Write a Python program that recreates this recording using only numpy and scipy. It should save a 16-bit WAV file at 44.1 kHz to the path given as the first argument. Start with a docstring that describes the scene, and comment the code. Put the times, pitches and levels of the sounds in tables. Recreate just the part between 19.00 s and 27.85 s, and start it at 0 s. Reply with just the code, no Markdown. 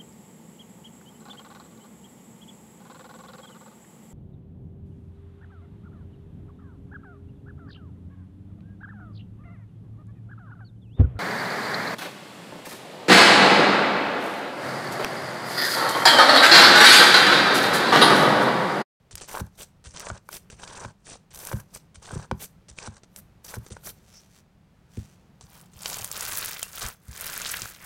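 """First a kitchen knife presses seven times through bead-filled slime in a pan. Tiny air pockets crackle,
bigger ones snap, and beads slip from under the blade and knock on the pan. Each stroke ends in a dull
thump on the table, and the blade peels out again. After about five seconds the knife slides aside.
From about six and a half seconds two hands squeeze the slime twice: it fizzes, plops, squirts air and
squeaks once. All of it is heard close up in a small quiet room."""
import sys
import numpy as np
from scipy import signal
from scipy.fft import rfft, irfft
from scipy.io import wavfile
from scipy.ndimage import uniform_filter1d

SR = 44100
rng = np.random.default_rng(int(sys.argv[2]) if len(sys.argv) > 2 else 0)


def inscribe(sig):
    """Save sig as 16-bit PCM at rate SR to the path in sys.argv[1].

    A 1-D sig is mono; a 2-D sig holds one channel per row.
    Samples are clipped to [-1, 1] before scaling.
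    """
    pcm = np.round(np.clip(np.atleast_2d(sig).T, -1, 1) * 32767)
    wavfile.write(sys.argv[1], SR, pcm.astype(np.int16))


N = 390285
TIME = np.arange(N) / SR
TOP_HZ = 16000

# A "fade time" (t60) is how long a sound takes to drop by 60 dB. A "relative" level is scaled later.
# Knife strokes. Each row: landing time and pressing time in seconds; relative levels of crunch, bead
# grinding and thump in dB; contact time in milliseconds; resting time in seconds; level change while
# resting in dB; relative level in dB of a treble band that is switched in on some strokes.
CUTS = [(0.406, 0.12, -39, -30.5, -20.5, 2.9, 0.064, -22, -43.5),
        (1.104, 0.16, -39, -36.5, -27, 6.2, 0.071, -10, -102),
        (1.849, 0.253, -41, -37, -29, 0.32, 0.055, -12, -73),
        (2.53, 0.19, -42, -39, -19, 1.5, 0.085, -8.5, -43),
        (3.156, 0.13, -42.5, -39, -21, 0.99, 0.092, -5, -68),
        (3.873, 0.099, -40, -39, -29, 1.2, 0.11, -17.5, -109),
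        (4.568, 0.12, -42, -42, -25, 2.3, 0.12, -17.5, -44.5)]
# The blade peels out. Each row: start and length in seconds, fizz and added treble band in dB.
PEELS = [(0.588, 0.049, -41, -49.5), (1.322, 0.052, -41, -43.5), (2.07, 0.08, -43.5, -97),
         (2.74, .034, -42, -50), (3.407, 0.047, -40.5, -42), (4.169, .03, -48, -48),
         (4.849, 0.055, -43, -41)]
# Blade or fingertip touches the slime. Each row: start in seconds, relative dB, fade time in seconds.
TOUCHES = [(0.11, -46, 0.14), (.841, -45, 0.26), (1.501, -48.5, 0.28), (2.306, -54.5, 0.17),
           (2.945, -49, 0.13), (3.684, -50, 0.17), (6.41, -52.5, 0.16), (6.734, -52.5, 0.071)]
# The blade shifts in the cut; the last row is one sharp click as the knife is put aside. # Each row: start in
# seconds, relative dB, fade time in seconds.
SLIPS = [(0.172, -45, 0.21), (0.211, -39, 0.16), (3.967, -49.5, 0.021), (4.034, -43.5, 0.038),
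         (4.664, -44, 0.04), (4.703, -45.5, 0.22), (5.9715, -42, 0.014)]
# A filter that shapes the knife's fizz and cuts it off near 10 kHz.
# Each row: frequency in Hz, relative level in dB.
CUT_FILTER = [(200, 12.5), (600, 6.5), (2500, 4), (6000, 7), (9500, 8.5), (10600, -40), (16000, -55)]
# Notes of the steel blade. Each row: pitch in Hz, width in Hz, relative level in dB.
BLADE_NOTES = [(5950, 260, 0), (7600, 160, -9), (10950, 60, -3)]
# Fingers squeeze. Each row: moment when half closed, then closing, holding and easing times, all in
# seconds; relative levels of fizz and of larger bubbles in dB.
GRIPS = [(6.537, 0.17, 0.0045, 0.092, -56.5, -53.5), (6.848, 0.13, 0.019, 0.2, -41, -42.5),
         (7.138, 0.1, 0.23, 0.25, -41, -41), (7.746, 0.05, 0.011, 0.063, -43, -44.5),
         (7.811, 0.031, 0.025, 0.066, -41.5, -38.5), (8.179, 0.18, 0.33, 0.19, -43.5, -42),
         (8.835, 0.099, 0.017, 0.036, -50, -42.5)]
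# Tone of the fizz under the hands. Each row: frequency in Hz, relative level in dB.
KNEAD_TONE = [(150, -5), (600, -20.5), (2500, -4), (5000, -1.5), (8000, -1), (16000, -3)]
# Bubbles shrink and sound higher as the grip tightens. Each row: time in seconds, pitch in Hz.
BUBBLE_PITCH = [(7.02, 920), (7.3, 1600), (7.65, 1580), (7.85, 1253), (8.5, 1650), (8.85, 1638)]
# The largest air pockets snap. Each row: start in seconds, peak level in dB, pitch in Hz.
SNAPS = [(0.1547, -16.5, 7800), (0.997, -19.5, 7100), (1.011, -30, 7900), (2.4515, -19, 10100),
         (2.4713, -17.5, 8000), (.18, -25, 6000), (4.162, -23, 7400), (6.8588, -9.5, 4540),
         (7.0453, -11, 8640), (7.1152, -12, 7900), (7.373, -10, 10500), (7.4589, -11, 10500),
         (7.6294, -7, 8540), (8.21, -14, 11500), (8.2661, -13.5, 10100), (8.5143, -18, 10100),
         (8.6193, -13, 6450)]
# The blade slips off a bead or lands on the pan. 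Each row: start in seconds, peak level in dB,
# frequency in Hz above which the slime muffles the blow.
KNOCKS = [(.343, -22, 1200), (0.35, -21.5, 1180), (.371, -22.5, 1190), (0.403, -27, 1480),
          (1.07, -26, 1290), (1.101, -21, 1760), (1.2892, -27, 4150), (1.633, -29, 2210),
          (1.849, -24, 1990), (2.515, -24, 1590), (2.528, -23.5, 2000), (3.108, -29, 1120),
          (3.3126, -14, 1900), (3.874, -28.5, 1900), (4.54, -23, 2600), (4.767, -29.5, 1700)]
# Notes of the pan, damped by slime. Each row: pitch in Hz, relative level in dB, fade time in seconds.
PAN_NOTES = [(589, -9.5, 0.012), (760, 1, 0.0046), (915, 4, 0.0066), (1133, -2, 0.0066), (1497, -8, 0.015),
             (2330, -17.5, 0.02)]
# Short low bumps. Each row: start in seconds, level in dB, length of the push in milliseconds.
BUMPS = [(3.122, -28, 3.2), (3.315, -17, .65), (4.707, -31, 0.35), (5.971, -22, 3), (7.005, -36.5, 3.8),
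         (7.836, -27.5, 24), (8.076, -32.5, 19), (8.619, -35, 0.3)]
# Notes of the table. Each row: pitch in Hz, relative level in dB, fade time in seconds.
TABLE_NOTES = [(50, -7, 0.13), (72, -3.5, 0.15), (111, -1, 0.17), (148, -7, 0.2), (200, -4, 0.18),
               (245, -3, 0.13), (360, -5, 0.07), (495, -7, 0.05)]
# Big wet bubbles pop in the fists. Each row: start in seconds, level in dB, middle pitch in Hz.
PLOPS = [(7.43, -31, 1480), (7.628, -26, 1270), (7.821, -26, 1210), (8.5426, -23, 1800), (8.657, -27, 1440)]
# Air squirts out between the fingers. Each row: loudest moment in seconds, level in dB, pitch in Hz.
SQUIRTS = [(7.386, -26, 12100), (7.821, -33, 4400), (8.463, -29, 3350), (8.493, -30.5, 6560),
           (8.517, -27.5, 9900), (8.542, -28.5, 2100)]
# The flat of the blade slides as the knife is put aside. Each row: loudest moment in seconds,
# relative level in dB, swelling time and dying time in seconds.
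SLIDES = [(5.175, -80.5, 0.13, 0.057), (5.38, -81.5, 0.065, 0.023), (5.97, -79.5, 0.041, 0.12)]
# Tone of that sliding. Each row: frequency in Hz, relative level in dB.
SLIDE_TONE = [(200, -2), (7500, -5), (16000, -15.5)]
# The edge sings as it rubs the slime. Each row: loudest moment in seconds, level in dB, pitch in Hz.
ZINGS = [(5.172, -51, 5630)]
# Thin notes of the pan's rim. Each row: pitch in Hz, relative level in dB.
RIM_NOTES = [(3420, 0), (6250, -6)]
# Tone of the quiet room. Each row: frequency in Hz, relative level in dB.
ROOM_TONE = [(15, -83), (25, -8.5), (139, -7), (181, -3.5), (264, -18), (790, -24.5), (4500, -39),
             (15000, -51)]


def knife(crunch_rise_db=2.5, grind_rise_db=14):
    """The blade crunches in by fits, grinds beads on the pan, and peels out with a more even rasp."""
    bursts = crush(fizz(density=24000, spread_db=3.5, cycles=6.5, patchy_db=7))
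    # The fizz is cut off near 10 kHz; a treble band above it is switched in on some strokes.
    air = unit(steel(colour(bursts, CUT_FILTER)))
    treble = band(11800, 1.23, N)
    fits = steady(clusters(rate=110, spread_db=3.4, length_s=.0006, trickle=.5) * waver(90, 3.3))
    even = steady(clusters(rate=170, spread_db=3.3, length_s=.0005, trickle=.55))
    beads = muffle(patter(PAN_NOTES, rate=260, spread_db=4.5, detune=0.08), hz=1900)
    crunch, grind, rasp = 0, 0, 0
    for land, length, db, grind_db, _, _, rest, ease_db, treble_db in CUTS:
        blend = undb(db) * air + undb(treble_db) * treble
        crunch += press(land, length, crunch_rise_db, rest, ease_db) * blend
        grind += undb(grind_db) * press(land, length, grind_rise_db, rest, ease_db)
    for s, length, db, treble_db in PEELS:
        rasp += peel(s, length) * (undb(db) * air + undb(treble_db) * treble)
    touch = np.zeros(N)
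    for s, db, t60 in TOUCHES + SLIPS:
        add(touch, s, undb(db) * fade(TIME[:SR // 2], t60))
    cutting = (undb(-3) * crunch + undb(4) * touch * air) * fits
    return cutting + rasp * even + undb(-4) * grind * beads


def press(land, length, rise_db, rest, ease_db, ease_s=.014, stop_s=.009):
    """Loudness of a press: it builds until the blade lands, eases while it rests, and stops short."""
    db = np.interp(TIME, [land - length, land, land + ease_s], [-rise_db, 0, ease_db])
    return undb(db) * gate(land - length, land + rest, stop_s / 2, stop_s)


def peel(s, length, cling_db=-18, cling_s=0.034):
    """Loudness of a peel: the slime clings faintly, tears off all along the blade, and lets go."""
    from_middle = np.abs(2 * (TIME - s) / length - 1)
    tearing = np.exp(-np.minimum(from_middle, 10) ** 3 / 2)
    return np.maximum(tearing, undb(cling_db) * gate(s, s + length, cling_s, cling_s))


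def steel(x):
    """Whatever touches the blade makes it ring faintly."""
    return x + sum(undb(db) * signal.lfilter(*signal.iirpeak(hz, hz / width, fs=SR), x)
                   for hz, width, db in BLADE_NOTES)


def hands(width_octaves=0.55):
    """Kneading bursts a dense fizz, squeezes out larger bubbles, and nudges the table."""
    fizz_gain, bubble_gain = grip()
    pitch = np.interp(TIME, *np.transpose(BUBBLE_PITCH))
    surge = clusters(rate=120, spread_db=3.8, length_s=.0005, trickle=.55)
    bursts = fizz(density=6000, spread_db=4, cycles=6.1, patchy_db=7.5)
    air = steady(colour(bursts, KNEAD_TONE) * surge)
    bubbles = 0
    for hz in np.geomspace(800, 3600, 9):
        near_pitch = np.exp(-(np.log2(hz / pitch) / width_octaves) ** 2 / 2)
        bubbles += near_pitch * pockets(hz, density=7000, spread_db=2.5, cycles=10.9, patchy_db=3)
    squelch = undb(0.5) * bubble_gain * steady(bubbles * np.sqrt(surge))
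    nudges = patter(TABLE_NOTES, rate=13, spread_db=1.5, detune=0.15)
    return fizz_gain * (undb(7.5) * air + undb(-17) * nudges) + squelch


def grip():
    """Loudness of the fizz and of the larger bubbles as fingers close, hold, and ease off."""
    fizz_power, bubble_power = 0, 0
    for s, closing, holding, easing, fizz_db, bubble_db in GRIPS:
        closed = (1 + np.tanh(2 * (TIME - s) / closing)) / 2
        force = closed * np.exp(-(np.maximum(TIME - s - holding, 0) / easing) ** 2)
        fizz_power += (undb(fizz_db) * force) ** 2
        bubble_power += (undb(bubble_db) * force) ** 2
    return np.sqrt(fizz_power), np.sqrt(bubble_power)


def fizz(density, spread_db, cycles, patchy_db):
    """Air pockets of every size burst together; now one size stands out, now another."""
    return sum(pockets(hz, density, spread_db, cycles, patchy_db) * waver(30, 3)
               for hz in np.geomspace(400, 15000, 15))


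def pockets(hz, density, spread_db, cycles, patchy_db):
    """Air pockets of one size burst in patches; small, high ones outnumber large, low ones."""
    t = TIME[:SR // 50]
    burst = unit(np.sin(2 * np.pi * hz * t) * fade(t, cycles / hz))
    triggers = clicks(density * hz / SR, spread_db) * waver(220, patchy_db)
    return signal.oaconvolve(triggers, burst)[:N]


def clusters(rate, spread_db, length_s, trickle):
    """One burst sets off its neighbours: short surges in loudness over a constant trickle."""
    t = TIME[:SR // 50]
    surge = t ** 3 * np.exp(-t / length_s)
    return trickle + unit(signal.oaconvolve(np.abs(clicks(rate, spread_db)), surge)[:N])


def crush(x, ceiling=3.3):
    """Thin films burst before they store much energy, so no burst stands far above the rest."""
    return unit(np.tanh(steady(x) / ceiling))


def snaps(cycles=4, spray_db=-12, spray_t60=0.014):
    """A big air pocket cracks with one short swing, then its film sprays."""
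    out, t = np.zeros(N), TIME[:SR // 30]
    for s, db, hz in SNAPS + small_snaps():
        crack = np.sin(2 * np.pi * hz * t) * fade(t, cycles / hz)
        spray = undb(spray_db) * band(hz, 1.43, len(t)) * fade(t, spray_t60)
        add(out, s, at_peak(crack / crack.max() + spray, db))
    return out


def small_snaps(per_second=6, boost_db=14, middle_hz=5500, spread_octaves=0.81):
    """Smaller pockets snap at random, louder under a harder squeeze. Gives rows like those of SNAPS."""
    effort, _ = grip()
    rows, s = [], 0
    for wait, size, pitch in rng.random((200, 3)):
        s -= np.log(1 - wait) / per_second
        if s < TIME[-1]:
            db = 20 * np.log10(effort[int(s * SR)] + 1e-9) + boost_db + 3 * (2 * size - 1)
            hz = middle_hz * 2 ** (spread_octaves * (2 * pitch - 1))
            rows.append((s, db, hz))
    return rows


def knocks(click_db=-10, click_t60=0.016):
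    """The blade hits the pan hard and short, each time with the click of a bead giving way."""
    out = np.zeros(N)
    for s, db, muffle_hz in KNOCKS:
        body = muffle(ring(PAN_NOTES, detune=0.025), muffle_hz)
        noise = rng.standard_normal(len(body)) * fade(TIME[:len(body)], click_t60)
        click = undb(click_db) * muffle(noise, 3.5 * muffle_hz)
        add(out, s, at_peak(at_peak(body, 0) + click, db))
    return out


def thumps(low_cut_hz=36, roughness=0.07, lag_s=0.01537, touch_boost_db=8.5, touch_contact_ms=19):
    """Touches and landings shake the table, roughened by shifting beads; short low bumps join them."""
    out, t = np.zeros(N), TIME[:SR // 20]
    # A touch reaches the table through the slime, a moment late.
    touches = [(s + lag_s, db + touch_boost_db, touch_contact_ms) for s, db, _ in TOUCHES]
    landings = [(land, db, contact_ms) for land, _, _, _, db, contact_ms, *_ in CUTS]
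    for s, db, push_ms in touches + landings + BUMPS:
        age = t / (push_ms / 1000)  # a longer push sounds deeper
        shifting = roughness * band(264, 3.1, len(t)) * np.exp(-age / 3)
        push = 6 * age * np.exp(1 - 6 * age) + shifting
        body = signal.fftconvolve(ring(TABLE_NOTES, detune=0.04), push)
        add(out, s, at_peak(body, db))
    # The slowest swings give off hardly any sound.
    return signal.sosfilt(signal.butter(2, low_cut_hz, "high", fs=SR, output="sos"), out)


def plops(cycles=14, rise=0.038):
    """A big bubble rings for a few swings, rising in pitch as it opens."""
    out, t = np.zeros(N), TIME[:SR // 30]
    for s, db, hz in PLOPS:
        dying = fade(t, cycles / hz)
        pitch = hz * (1 + rise * (.5 - dying))
        add(out, s, undb(db) * np.sin(2 * np.pi * np.cumsum(pitch) / SR) * dying)
    return out


def squirts(half_length_s=0.0029):
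    """A rush of equal bubbles through one gap swells and ends within a few milliseconds."""
    out, t = np.zeros(N), TIME[:SR // 30] - 1 / 60
    for s, db, hz in SQUIRTS:
        add(out, s + t[0], undb(db) * band(hz, np.sqrt(2), len(t)) / np.cosh(t / half_length_s))
    return out


def squeak(start_s=7.621, db=-35, start_hz=3150, end_hz=2780, glide_s=.009, t60=0.13):
    """Air squeaks unsteadily through a pinhole, sinking in pitch as the pressure goes."""
    out, t = np.zeros(N), TIME[:SR // 8]
    glide = end_hz + (start_hz - end_hz) * np.exp(-t / glide_s)
    pitch = glide * waver(600, 0.45)[:len(t)]
    tone = np.sin(2 * np.pi * np.cumsum(pitch) / SR)
    add(out, start_s, undb(db) * tone * np.tanh(t / 0.002) * fade(t, t60))
    return out


def slides():
    """The flat of the steel rubs with a fine hiss, and its edge gives a short zing."""
    rub = colour(clicks(rate=2500, spread_db=4.5), SLIDE_TONE)
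    zings = sum(swell(s, db, rise_s=.025, fall_s=.022) * band(hz, 1.09, N) for s, db, hz in ZINGS)
    sliding = sum(swell(*row) for row in SLIDES)
    return undb(22.5) * sliding * unit(steel(rub)) + zings


def rim(x, db=-28, t60=.5):
    """Crackling in the pan sets its rim ringing faintly."""
    ringing = ring([(hz, note_db, t60) for hz, note_db in RIM_NOTES], detune=0)
    return x + undb(db) * signal.oaconvolve(x, ringing / np.sqrt(np.sum(ringing ** 2)))[:N]


def reflections(x, near_db=-16, near_t60=.016, room_db=-19, room_t60=.24):
    """Quick echoes come from the pan wall and hands, then the faint tail of the room."""
    t = TIME[:SR // 2]
    echoes = np.zeros(len(t))
    for db, t60, delay_s in [(near_db, near_t60, .0006), (room_db, room_t60, .006)]:
        tail = rng.standard_normal(len(t)) * fade(t, t60) * (t > delay_s)
        echoes += undb(db) * tail / np.sqrt(np.sum(tail ** 2))
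    return x + signal.fftconvolve(x, echoes)[:N]


def room_tone(db=-57):
    """The room's quiet rumble and faint hiss waver a little."""
    return unit(colour(rng.standard_normal(N), ROOM_TONE)) * undb(db) * waver(5, 1.5)


def ring(notes, detune, scatter_db=2):
    """One blow rings an object's notes; each spot has its own tuning and balance."""
    t, out = TIME[:SR // 3], 0
    for k, (hz, db, t60) in enumerate(notes):
        tuning, balance = rng.standard_normal(2)
        tone = (-1) ** k * np.sin(2 * np.pi * hz * (1 + detune * tuning) * t)  # every other one flipped
        out += undb(db + scatter_db * balance) * tone * fade(t, t60)
    return out


def patter(notes, rate, spread_db, detune, spots=5):
    """Many small blows land on different spots of one object, rate times a second on each."""
    return steady(sum(signal.oaconvolve(clicks(rate, spread_db), ring(notes, detune))[:N]
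                      for _ in range(spots)))


def muffle(x, hz):
    """Soft slime takes the treble off a blow."""
    return signal.sosfilt(signal.butter(3, min(hz, TOP_HZ), fs=SR, output="sos"), x)


def clicks(rate, spread_db):
    """Random clicks, about rate a second: many small, a few large."""
    chance = rng.random(N) * SR / rate
    at = np.flatnonzero(chance < 1)
    out = np.zeros(N)
    out[at] = (-1.) ** at * undb(spread_db * np.minimum(-np.log(chance[at]), 4))
    return out


def band(hz, ratio, size):
    """Hiss around one pitch, from hz / ratio up to hz * ratio."""
    edges = np.clip([hz / ratio, hz * ratio], 20, TOP_HZ)
    bandpass = signal.butter(2, edges, "band", fs=SR, output="sos")
    return unit(signal.sosfilt(bandpass, rng.standard_normal(size)))


def colour(x, points, size=4096):
    """Shape a sound's tone along a curve of (Hz, dB) points."""
    hz, db = np.transpose(points)
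    freqs = np.maximum(np.arange(size // 2 + 1) * SR / size, 1)
    gains = undb(np.interp(np.log(freqs), np.log(hz), db))
    # Folding onto the first half makes the filter ring only after a click, never before it.
    cepstrum = irfft(np.log(gains))
    cepstrum[1:size // 2] *= 2
    cepstrum[size // 2 + 1:] = 0
    return signal.fftconvolve(x, irfft(np.exp(rfft(cepstrum))))[:len(x)]


def steady(x, size=2205):
    """Even out slow changes in loudness and keep the fine crackle."""
    power = uniform_filter1d(uniform_filter1d(x ** 2, size), size // 2)
    return x / np.sqrt(power + np.mean(x ** 2) / 20)


def waver(rate, db):
    """Loudness that wanders at random, rate times a second."""
    steps = rng.standard_normal(N // 20)
    return undb(db * np.interp(TIME * rate, np.arange(len(steps)), steps))


def swell(s, db, rise_s, fall_s):
    """Loudness that grows smoothly until second s, then dies away."""
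    from_peak = (TIME - s) / np.where(TIME < s, rise_s, fall_s)
    return undb(db) / np.cosh(np.clip(from_peak, -20, 20)) ** 1.6


def gate(start, end, attack_s, release_s):
    """Full loudness between two times, falling away before and after."""
    outside = np.maximum(start - TIME, 0) / attack_s + np.maximum(TIME - end, 0) / release_s
    return np.exp(-np.minimum(outside, 20))


def fade(t, t60):
    """Die away, 60 dB down after t60 seconds."""
    return np.exp(-np.log(1000) * t / t60)


def undb(db):
    """Turn decibels into a multiplier."""
    return 10 ** (np.asarray(db) / 20)


def unit(x):
    """Scale to an average (rms) level of 1."""
    return x / np.sqrt(np.mean(x ** 2) + 1e-18)


def at_peak(x, db):
    """Scale so the highest peak is at db."""
    return undb(db) * x / np.abs(x).max()


def add(out, s, sound):
    """Mix a sound in, starting at second s."""
    i = max(int(s * SR), 0)
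    out[i:i + len(sound)] += sound[:N - i]


def scene():
    """Knife and hands work the slime, close by in a quiet room."""
    slime = knife() + rim(hands()) + slides() + snaps() + plops() + squirts()
    slime += knocks() + thumps() + squeak()
    return (reflections(slime) + room_tone())[None]


def record(dry):
    """Cut away the highest treble, above TOP_HZ."""
    return signal.sosfilt(signal.ellip(8, .2, 70, TOP_HZ, fs=SR, output="sos"), dry)


dry = scene()
out = record(dry)
inscribe(out)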